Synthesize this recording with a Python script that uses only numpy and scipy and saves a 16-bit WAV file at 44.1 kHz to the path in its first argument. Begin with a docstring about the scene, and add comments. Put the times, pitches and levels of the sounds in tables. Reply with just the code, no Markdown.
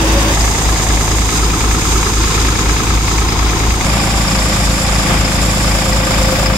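"""A three-cylinder diesel tractor drives a thresher in an open field, on a stereo microphone.
We open close to the drum bearing, in the hum of the drum and the hiss of straw and air. From 0.33 s we
stand in front of the tractor: the diesel knocks, its block rings, the soil throws back a dull echo, and
the hum beats against the exhaust about four times a second. From 3.85 s we are beside the bonnet,
where a gear whines and swells towards the end."""
import sys
import numpy as np
from scipy import signal
from scipy.fft import rfft, irfft, next_fast_len
from scipy.io import wavfile
from scipy.ndimage import uniform_filter1d

SR = 44100
rng = np.random.default_rng(int(sys.argv[2]) if len(sys.argv) > 2 else 0)


def unload_audio(sound):
    """Save the sound as a 16-bit wav file, at the path given as the first command line argument."""
    columns = np.transpose(np.atleast_2d(sound))
    # keep every value between -1 and 1, then stretch to whole-number steps
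    steps = np.round(np.clip(columns, -1, 1) * 32767)
    wavfile.write(sys.argv[1], SR, steps.astype(np.int16))


N = 289737
T = np.arange(N) / SR

# The three microphone positions. Each holds:
#   starts: time in seconds of a first-cylinder firing, then of a drum beat
#   exhaust, drum: level in dB of each harmonic, from the first (exhaust) or the second (drum)
#   roar, hiss: spectra. Each row: frequency in Hz, relative density in dB.
#   rumble_db, roar_db, hiss_db: base levels of those layers
#   knock: Each row: frequency in Hz, share of the power that comes in knocks (held to 0-1).
#   knock_s: rise and decay of a knock in seconds
#   rings: block modes. Each row: cylinder, lag after its firing in seconds, pitch in Hz, level in dB.
#   balance: Each row: frequency in Hz, left over right in dB.
AT_DRUM = dict( starts=(.0086, .0239), exhaust=[-42, -25, -37, -42, -43, -39, -47, -42],
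           drum=[-14, -31, -25, -40, -29, -41, -31, -38, -35, -40, -23],
           rumble_db=-30, roar_db=-21, hiss_db=-24, roar=[(120, -40), (200, -9), (321, -6.5), (398, -7.5),
           (554, -11), (1100, -8.5), (1260, -16.5), (3400, -17.5), (4420, -56), (7480, -120)],
           hiss=[(1590, -2.5), (2700, -4), (3170, -21), (3620, 4), (4020, 0), (4290, -4), (4690, 6),
           (5680, 1.5), (6380, 4.5), (7130, 0), (7290, 0), (8260, -2), (9640, -8), (14200, -13),
           (15700, -14)], knock=[(200, 0), (1000, -0.9), (2200, 0.24), (6000, -1)], knock_s=(0.0045, 0.012),
           rings=[(0, 0.001, 910, -16), (1, 0.0035, 1050, -25), (2, 0.0041, 865, -22)], balance=[(60, 0.5),
           (110, -3), (200, 1), (380, 1), (700, 4), (1290, 2), (2380, 1), (4400, 0), (8120, -9),
           (15000, 3)])
IN_FRONT = dict( starts=(.3715, .3545), exhaust=[-32, -23, -34.5, -38, -35, -36, -35, -44],
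            drum=[-16.5, -32, -25, -41, -30, -44, -41, -42, -46, -44, -37],
            rumble_db=-25.5, roar_db=-22.5, hiss_db=-23.5, roar=[(120, -22), (240, -9), (310, 0.5),
            (530, 1), (615, -3), (720, -1), (900, -6.5), (1250, -10.5), (1430, -17.5), (1800, -17),
            (2250, -15.5), (3000, -21.5), (3500, -20), (5000, -38)], hiss=[(700, -26), (1590, -8),
            (2700, -10.5), (3130, -12.5), (3810, -6.5), (4290, -12.5), (5080, -1.5), (5590, -10.5),
            (6200, -2.5), (6530, -1), (8260, -9.5), (9430, -16.5), (11200, -21.5), (14100, -23),
            (15700, -46)], knock=[(200, 0.092), (550, 0.26), (1000, 0.25), (2200, 0.34), (3600, 0.049),
            (5200, 0.087), (8000, 0.027)], knock_s=(0.00062, 0.013), rings=[(0, -.002, 385, -23.5),
            (0, 0, 724, -19), (0, 0, 1296, -18), (0, -.001, 2160, -23), (0, .003, 1640, -25),
            (0, 0.0054, 1650, -22), (0, .007, 1190, -26.5), (1, -0.0056, 778, -20.5),
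            (1, -.003, 920, -24.5), (1, -0.00014, 1050, -20.5), (1, 0.005, 1450, -26),
            (1, 0.015, 1320, -45), (2, -.0015, 903, -22), (2, 0, 2140, -22), (2, -0.0048, 1290, -33),
            (2, .0005, 1710, -25), (2, 0.005, 2490, -25), (2, 0.017, 1183, -26.5)], balance=[(200, 3),
            (450, -0.5), (1290, 3.5), (2400, 8), (3600, -4), (5200, 6.5), (6400, -18), (8100, -9),
            (9300, -4.5), (15000, 0)])
AT_BONNET = dict( starts=(3.8661, 3.888), exhaust=[-34, -24.5, -32.5, -31.5, -29, -28, -26.5, -36],
             drum=[-18, -33, -25, -41, -32, -45, -43, -43, -35.5, -47, -38],
             rumble_db=-27.5, roar_db=-22, hiss_db=-23.5, roar=[(140, -11), (230, -7.5), (310, -0.5),
             (420, -8), (540, -4), (780, -3.5), (950, -4.5), (1180, -7.5), (1350, -10), (1750, -10.5),
             (2400, -7.5), (2900, -13.5), (3500, -16), (5000, -51)], hiss=[(1590, -15), (2700, -54),
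             (2880, -23), (3650, -3), (4110, -7), (5160, 4), (6020, -6.5), (6380, -3), (7290, 3), (7670, 0),
             (8630, -10.5), (9930, -7), (13300, -19), (15100, -21), (15700, -33)], knock=[(200, 0.11),
             (550, 0.41), (1000, 0.48), (2200, 0.31), (3600, 0.047), (5200, 0.22), (8000, 0.11)],
             knock_s=(0.0065, 0.018), rings=[(0, 0.00036, 1640, -41), (0, 0.00099, 1010, -18),
             (0, -.003, 1210, -26), (0, 0, 2080, -33), (0, 0, 2350, -31), (0, .003, 692, -20),
             (0, .007, 1450, -23), (0, 0.0019, 5040, -23), (1, -.009, 1144, -19.5), (1, -.003, 1100, -24),
             (1, -.003, 610, -29), (1, 0.000065, 1604, -24), (1, -0.0035, 1940, -21), (1, 0, 2420, -25),
             (1, .002, 5000, -21), (1, .006, 1110, -26), (2, -.004, 650, -30), (2, -.002, 2680, -28),
             (2, 0, 1540, -25), (2, -0.01, 5200, -36), (2, 0.0028, 2210, -28), (2, .0035, 1203, -15.5)],
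             balance=[(200, 0), (700, 2.5), (2700, 3), (3700, -3.5), (5100, 6.5), (7100, -19), (7900, -6),
             (8650, -12), (9700, -10.5), (15000, 3)])
# Times in seconds that bound our stay at the three positions.
POSITION_EDGES = [0, .328, 3.85, 6.58]
# The microphone's two ports. Each row: frequency in Hz, correlation, lead of the left in radians.
PORT_LIKENESS = [(60, 0.73, 0.5), (320, 0.95, 0), (617, 0.54, 0.2), (1180, 0.61, 0.8), (1460, .2, -3),
                 (2100, 0.29, -1.86), (2580, 0.24, 1), (3400, 0.13, 4), (5100, 0.25, 5.5), (6900, 0.36, 11),
                 (8100, 0.18, 14), (10000, .08, 19), (15300, .05, 23.5)]
# Soil echo in front. Each row: time in seconds, lowest cancelled frequency in Hz, strength from 0 to 1.
GROUND_ECHO = [(.33, 503, .62), (1.15, 535, .5), (1.3, 585, .8), (2.2, 620, .82), (2.8, 610, .78),
               (3.3, 575, .86), (3.84, 570, .56)]
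# Loose metal. Each row: time in seconds, level in dB.
CHINKS = [(.406, -21), (.513, -25), (1.362, -27), (3.29, -22), (3.393, -27), (4.003, -21), (4.28, -21),
          (5.25, -20), (5.715, -23), (6.46, -23)]
# The band it rings in. Each row: frequency in Hz, relative density in dB.
CHINK_SPECTRUM = [(4200, -35), (4850, -5), (5100, 7), (5350, -3), (5900, -41)]
# Dull thumps. Each row: time in seconds, pitch in Hz, peak level in dB.
THUMPS = [(3.55, 342, -11), (4.336, 167, -12), (5.128, 183, -11)]
# Chirps and hums of the drum drive. Each row: centre and length in seconds, pitch in Hz, level in dB.
DRIVE_CHIRPS = [(0.049, 0.046, 553, -20.5), (0.174, 0.067, 555, -18.5), (0.267, 0.067, 573, -24),
                (0.309, 0.039, 557, -21), (4.08, 0.62, 791, -30.5), (4.151, 0.56, 573, -39),
                (4.35, 0.6, 1153, -37), (4.876, 0.13, 783, -28)]
# Wads of stalks and gaps between them. 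Each row: centre and width in seconds, change of hiss in dB.
STRAW_WADS = [(1.362, 0.062, 5), (1.887, 0.088, 2), (2.347, 0.27, 2), (3.01, 0.075, -1), (3.12, 0.099, 2.5),
              (3.756, 0.13, -2), (6.026, 0.062, -3), (6.507, 0.076, -4.5)]
# Top of the hiss, higher as the microphone faces the thresher. Each row: time in seconds, gain in dB.
CHAFF_LEVEL = [(0, 0), (.32, 1.5), (.35, 2), (.62, 1.5), (.69, -.5), (.95, 1.5), (1.6, -0.5), (1.9, 2),
               (2.3, -2.5), (2.9, -3), (3.17, -2), (3.38, -5), (3.82, -1), (3.9, -1), (4.65, -0.1),
               (5.13, 0.3), (5.24, -1), (5.45, 0.5), (6.25, -2), (6.57, -3)]
# The gear's whine beside the bonnet, then the rush around it. Each row: time in seconds, level in dB.
WHINE_LEVEL = [(3.87, -34), (4.15, -34.5), (4.4, -31), (4.9, -30), (5.25, -32.5), (5.75, -31.5),
               (6.08, -26), (6.35, -22), (6.57, -29)]
GEAR_RUSH_LEVEL = [(3.87, -37), (5.1, -37), (5.8, -30), (6.1, -30), (6.38, -23), (6.57, -33)]
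# Colour of that rush, then of the engine's rumble. Each row: frequency in Hz, relative density in dB.
GEAR_RUSH_SPECTRUM = [(380, -40), (490, -9), (535, 7), (595, 3), (680, -4), (900, -24)]
RUMBLE_SPECTRUM = [(8, -16), (20, -8), (38, -3), (70, 8), (130, -1), (200, -3.5), (280, -6), (600, -42.5)]
# Engine speed, one list a position. Each row: time in seconds, firings per second.
FIRING_RATE = [
    [(0.0, 29.0529), (0.32, 29.0538)],
    [(0.33, 28.1914), (1.0, 28.3537), (2.0, 28.4749), (3.0, 28.6427), (3.84, 28.7783)],
    [(3.86, 29.1909), (4.4, 28.1338), (5.0, 27.8147), (5.6, 27.8617), (6.1, 27.9805), (6.57, 28.0921)],
]
# Engine noise. Each row: frequency in Hz, share of the power that is alike in every cycle.
CYCLE_SHARE = [(60, .2), (150, .35), (300, .5), (600, .6), (1200, .42), (2200, .42), (4000, .14),
               (8000, .04)]
# Relative strength of each cylinder's knock in dB.
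CYLINDER_DB = [1.5, 1, 3]
# Lulls and surges in the knocking. Each row: centre and width in seconds, change in dB.
KNOCK_SWELLS = [(1.23, 0.29, -2), (2.162, 0.073, -4.5), (3.02, 0.074, -5), (3.45, 0.41, 0.2),
                (3.747, 0.072, -1.5), (4.915, 0.15, 0.9), (5.12, 0.11, 3.8), (6.14, 0.098, 1.7)]
# Clatter as the microphone moves along the engine. Each row: time in seconds, gain in dB.
CLATTER_LEVEL = [(.32, -2), (.35, 0), (1, 0), (1.6, -1), (2.4, 0), (3.3, -0.2), (3.8, 0.5), (4.1, 0),
                 (4.6, -0.5), (5.2, -2), (5.7, -0.3), (6.15, 0.5), (6.57, 1)]

CYLINDERS = len(CYLINDER_DB)
JITTER_S, JITTER_HZ = .0002, 6  # the firings come slightly early or late


def amp(db):
    """Decibels to gain."""
    return 10 ** (np.asarray(db) / 20)


def unit(x):
    """Scales to rms 1."""
    return x / np.sqrt(np.mean(x ** 2) + 1e-20)


def at_hz(points, hz):
    """Reads a table on a log-frequency axis."""
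    f, value = np.transpose(points)
    return np.interp(np.log(hz + 1), np.log(f + 1), value)


def at_time(points, t):
    """Reads a table along time."""
    return np.interp(t, *np.transpose(points))


def drift(t, hz):
    """Slow random wander of rms about 1, up to hz."""
    rates = hz * np.geomspace(1 / 10, 1, 20)
    coarse = t[::100]
    wander = np.sin(2 * np.pi * (rates[:, None] * coarse + rng.random((20, 1)))).sum(0)
    return np.interp(t, coarse, wander) / np.sqrt(10)


def swells(t, events):
    """Level in dB of brief, bell-shaped rises or dips."""
    return sum(db * np.exp(-(2 * (t - s) / width) ** 2) for s, width, db in events)


def ring(age, rise, t60):
    """Envelope of a struck part: a quick rise, then a steady decay."""
    return np.exp(-(np.minimum(age, 0) / rise) ** 2) * amp(-60 * np.maximum(age, 0) / t60)


def harmonics(t, turns, levels, first, in_step=False, waver=.07, waver_hz=22):
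    """Harmonics of a repeating motion; the higher ones flutter more in level and phase."""
    out = np.zeros(len(t))
    for k, db in enumerate(levels, first):
        flutter = waver * k / 4
        offset = rng.random() * (k > 2 and not in_step)
        angle = 2 * np.pi * (k * turns + offset) + flutter * drift(t, waver_hz)
        out += amp(db) * (1 + flutter * drift(t, waver_hz)) * np.cos(angle)
    return np.sqrt(2) * out


def cyclic_noise(t, firings):
    """Two unrelated noises, each partly the same in every engine cycle."""
    size = next_fast_len(len(t), True)
    cycle = firings / CYLINDERS
    period = int(len(t) / (cycle[-1] - cycle[0]))
    one_cycle = irfft(np.exp(2j * np.pi * rng.random((period // 2 + 1, 2))).T, period)
    repeating = unit(one_cycle)[:, (cycle % 1 * period).astype(int) % period]
    fresh = rng.standard_normal((2, len(t)))
    alike = np.clip(at_hz(CYCLE_SHARE, np.fft.rfftfreq(size, 1 / SR)), 0, 1)
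    blend = np.sqrt(alike) * rfft(repeating, size) + np.sqrt(1 - alike) * rfft(fresh, size)
    return irfft(blend, size)[:, :len(t)]


def noise_at_mic(pair, colour, balance, length):
    """Two unrelated spectra become coloured noise at the left and right ports, with a mid rms of 1."""
    size = next_fast_len(length, True)
    hz = np.fft.rfftfreq(size, 1 / SR)
    ports = np.array(PORT_LIKENESS)
    same, lead = np.clip(at_hz(ports[:, :2], hz), 0, 1), at_hz(ports[:, ::2], hz)
    side = amp(at_hz(balance, hz) / 2)
    mid = np.sqrt(side ** 2 + side ** -2 + 2 * same * np.cos(lead)) / 2
    right = (same * pair[0] + np.sqrt(1 - same ** 2) * pair[1]) * np.exp(-1j * lead)
    stereo = np.array([pair[0] * side, right / side]) / mid
    sound = irfft(stereo * amp(at_hz(colour, hz)), size)[:, :length]
    return sound / sound.mean(0).std()


def mode_at_mic(hz, balance, width=.77):
    """Complex gains of one mode at the left and right ports; their mean has size 1."""
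    lead = at_hz(np.array(PORT_LIKENESS)[:, ::2], hz)
    side = amp(at_hz(balance, hz) / 2) * np.exp(.5j * width * np.clip(lead, -2, 2))
    return np.array([[side], [1 / side]]) / abs(side + 1 / side) * 2


def ground_echo(t, sound, blur_samples=13):
    """Soft soil sends the microphone a dull, slightly late copy that hollows the midrange."""
    s, notch_hz, strength = np.transpose(GROUND_ECHO)
    delay = 1 / (2 * np.interp(t, s, notch_hz))
    dull = uniform_filter1d(sound, blur_samples, axis=1)
    echo = np.array([np.interp(t - delay, t, side) for side in dull])
    both = sound + np.interp(t, s, strength) * echo
    return both * sound.mean(0).std() / both.mean(0).std()


def metal_chinks(t, balance):
    """Loose metal rattles now and then with a short bright ring."""
    noise = rfft(rng.standard_normal((2, len(t))), next_fast_len(len(t), True))
    envelope = sum(amp(db) * ring(t - s, rise=.003, t60=.08) for s, db in CHINKS)
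    return envelope * noise_at_mic(noise, CHINK_SPECTRUM, balance, len(t))


def thumps(t, rise=.0065, t60=.024):
    """Single dull thumps from the machinery."""
    return sum(amp(db) * ring(t - s, rise, t60) * np.sin(2 * np.pi * (hz * (t - s) + rng.random()))
               for s, hz, db in THUMPS)


def drive_chirps(t, flutter=.43):
    """Short rough tones from the drum drive."""
    out = np.zeros(len(t))
    for s, length, hz, db in DRIVE_CHIRPS:
        swell = np.cos(np.pi * np.clip((t - s) / length, -.5, .5))
        out += amp(db) * swell * np.sin(2 * np.pi * hz * t + flutter * drift(t, hz=61))
    return np.sqrt(2) * out


def straw_hiss(t, hiss, chaff_hz=5800):
    """Straw feeds through unevenly; stalks and finer chaff clump separately, so the hiss is grainy."""
    feed = amp(.4 * drift(t, hz=3) + swells(t, STRAW_WADS))
    chaff = signal.sosfiltfilt(signal.butter(4, chaff_hz, "high", fs=SR, output="sos"), hiss)
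    stalk_clumps, chaff_clumps = (unit(amp(-.2 * drift(t, hz=480) + 1.28 * drift(t, hz=55)))
                                  for _ in range(2))
    return feed * (stalk_clumps * (hiss - chaff) + chaff_clumps * amp(at_time(CHAFF_LEVEL, t)) * chaff)


def gear_rush(t, firings, throb=.25):
    """Beside the bonnet, the gear's rough rush swells and throbs a little with each firing."""
    pulses = unit(1 + throb * np.cos(2 * np.pi * firings))
    noise = rfft(cyclic_noise(t, firings) * pulses, next_fast_len(len(t), True))
    rush = noise_at_mic(noise, GEAR_RUSH_SPECTRUM, AT_BONNET["balance"], len(t))
    return amp(at_time(GEAR_RUSH_LEVEL, t)) * rush


def gear_whine(t, firings, teeth=28, flutter=.26, jolt=.18):
    """Teeth mesh on the crankshaft, which turns twice in three firings; each firing jolts them."""
    crank, beat = 2 * firings / CYLINDERS, 2 * np.pi * firings
    level = amp(at_time(WHINE_LEVEL, t)) * (1 + flutter * drift(t, hz=40) + jolt * np.cos(beat))
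    angle = 2 * np.pi * teeth * crank + flutter * drift(t, hz=25) + jolt * np.sin(beat)
    return np.sqrt(2) * level * np.cos(angle)


def knocks(t, firings, rise, decay, valve_db=-11, valve_lag_s=.0138):
    """Envelope of the combustion knocks, each followed by a weaker valve tap."""
    power = np.zeros(len(t))
    for k in range(int(np.ceil(firings[0])), int(firings[-1]) + 1):
        at = np.interp(k, firings, t)
        near = slice(*np.searchsorted(t, [at - .02, at + .1]))
        for lag, db in ((0, CYLINDER_DB[k % CYLINDERS]), (valve_lag_s, valve_db)):
            age = t[near] - at - lag
            shape = np.exp(np.where(age < 0, -(age / rise) ** 2, -age / decay))
            power[near] += (amp(db + rng.standard_normal() / 10) * shape) ** 2
    return unit(np.sqrt(power))


def machine_noise(t, firings, place, load, clatter):
    """Rumble, roar and hiss: the knocks take a share of each band, the rush of fan and straw the rest."""
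    size = next_fast_len(len(t), True)
    share = np.clip(at_hz(place["knock"], np.fft.rfftfreq(size, 1 / SR)), 0, 1)
    blows = rfft(cyclic_noise(t, firings) * clatter * knocks(t, firings, *place["knock_s"]), size)
    rush = rfft(cyclic_noise(t, firings), size)
    drive = np.sqrt(share) * blows + np.sqrt(1 - share) * rush
    rumble = noise_at_mic(drive, RUMBLE_SPECTRUM, balance=[(0, 0)], length=len(t))
    roar = noise_at_mic(drive, place["roar"], place["balance"], len(t))
    hiss = noise_at_mic(drive, place["hiss"], place["balance"], len(t))
    if place is IN_FRONT:
        roar = ground_echo(t, roar)
    return (amp(place["rumble_db"]) * rumble + amp(place["roar_db"]) * load * roar
            + amp(place["hiss_db"]) * straw_hiss(t, hiss))


def block_clank(t, firings, place, rise=.0014, scatter_db=.8, detune=.003):
    """Each cylinder's firing rings its own modes of the engine block, much alike in every cycle."""
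    out = np.zeros((2, len(t)))
    for cylinder, lag, hz, db in place["rings"]:
        gains = mode_at_mic(hz, place["balance"])
        t60 = .041 * np.sqrt(1190 / hz)  # higher modes die sooner
        for k in range(round(cylinder), int(firings[-1]) + 1, CYLINDERS):
            at = np.interp(k, firings, t) + lag
            near = slice(*np.searchsorted(t, [at - .02, at + .1]))
            age = t[near] - at
            force, pitch = rng.standard_normal(2)
            shape = amp(db + scatter_db * force) * ring(age, rise, t60)
            out[:, near] += shape * (gains * np.exp(2j * np.pi * hz * (1 + detune * pitch) * age)).imag
    return ground_echo(t, out) if place is IN_FRONT else out


def exhaust(t, firings, place, lag_periods=.69):
    """The exhaust puffs after each knock, its harmonics all in step."""
    return harmonics(t, firings - lag_periods, place["exhaust"], first=1, in_step=True)


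def drum_hum(t, firings, place, turns_per_firing=.9302):
    """The drum turns just under the firing rate, so its hum beats against the exhaust."""
    return harmonics(t, turns_per_firing * firings, place["drum"], first=2)


def scene():
    """The same machines from three microphone positions, joined by 5 ms crossfades."""
    out = np.zeros((2, N))
    for k, place in enumerate((AT_DRUM, IN_FRONT, AT_BONNET)):
        inside_s = np.minimum(T - POSITION_EDGES[k], POSITION_EDGES[k + 1] - T)
        fade = np.clip(.5 + 200 * inside_s, 0, 1)
        here = fade > 0
        t = T[here]
        count = np.cumsum(at_time(FIRING_RATE[k], t)) / SR
        firings, firings_since_beat = (count - np.interp(s, t, count) for s in place["starts"])
        tones = exhaust(t, firings, place) + drum_hum(t, firings_since_beat, place)
        tones += drive_chirps(t) + thumps(t)
        if place is AT_BONNET:
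            tones += gear_whine(t, firings)
        load = amp(.3 * drift(t, hz=6) + swells(t, KNOCK_SWELLS))  # never quite steady
        clatter = amp(at_time(CLATTER_LEVEL, t))
        uneven_firings = np.interp(t + JITTER_S * drift(t, JITTER_HZ), t, firings)
        sound = tones * amp([[.3], [-.3]])  # a touch left of centre
        sound += load * clatter * block_clank(t, uneven_firings, place)
        sound += machine_noise(t, uneven_firings, place, load, clatter)
        sound += metal_chinks(t, place["balance"])
        if place is AT_BONNET:
            sound += gear_rush(t, uneven_firings)
        out[:, here] += sound * np.sin(np.pi / 2 * fade[here])
    return out


def record(dry, knee=.72, ceiling=.95, top_hz=15750):
    """After the microphone, the highest peaks are rounded off and the top treble is cut."""
    held = np.clip(dry, -knee, knee)
    headroom = ceiling - knee
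    rounded = held + headroom * np.tanh((dry - held) / headroom)
    lowpass = signal.firwin(511, top_hz, window=("kaiser", 9), fs=SR)
    return signal.oaconvolve(rounded, lowpass[None], "same")


dry = scene()
out = record(dry)
unload_audio(out)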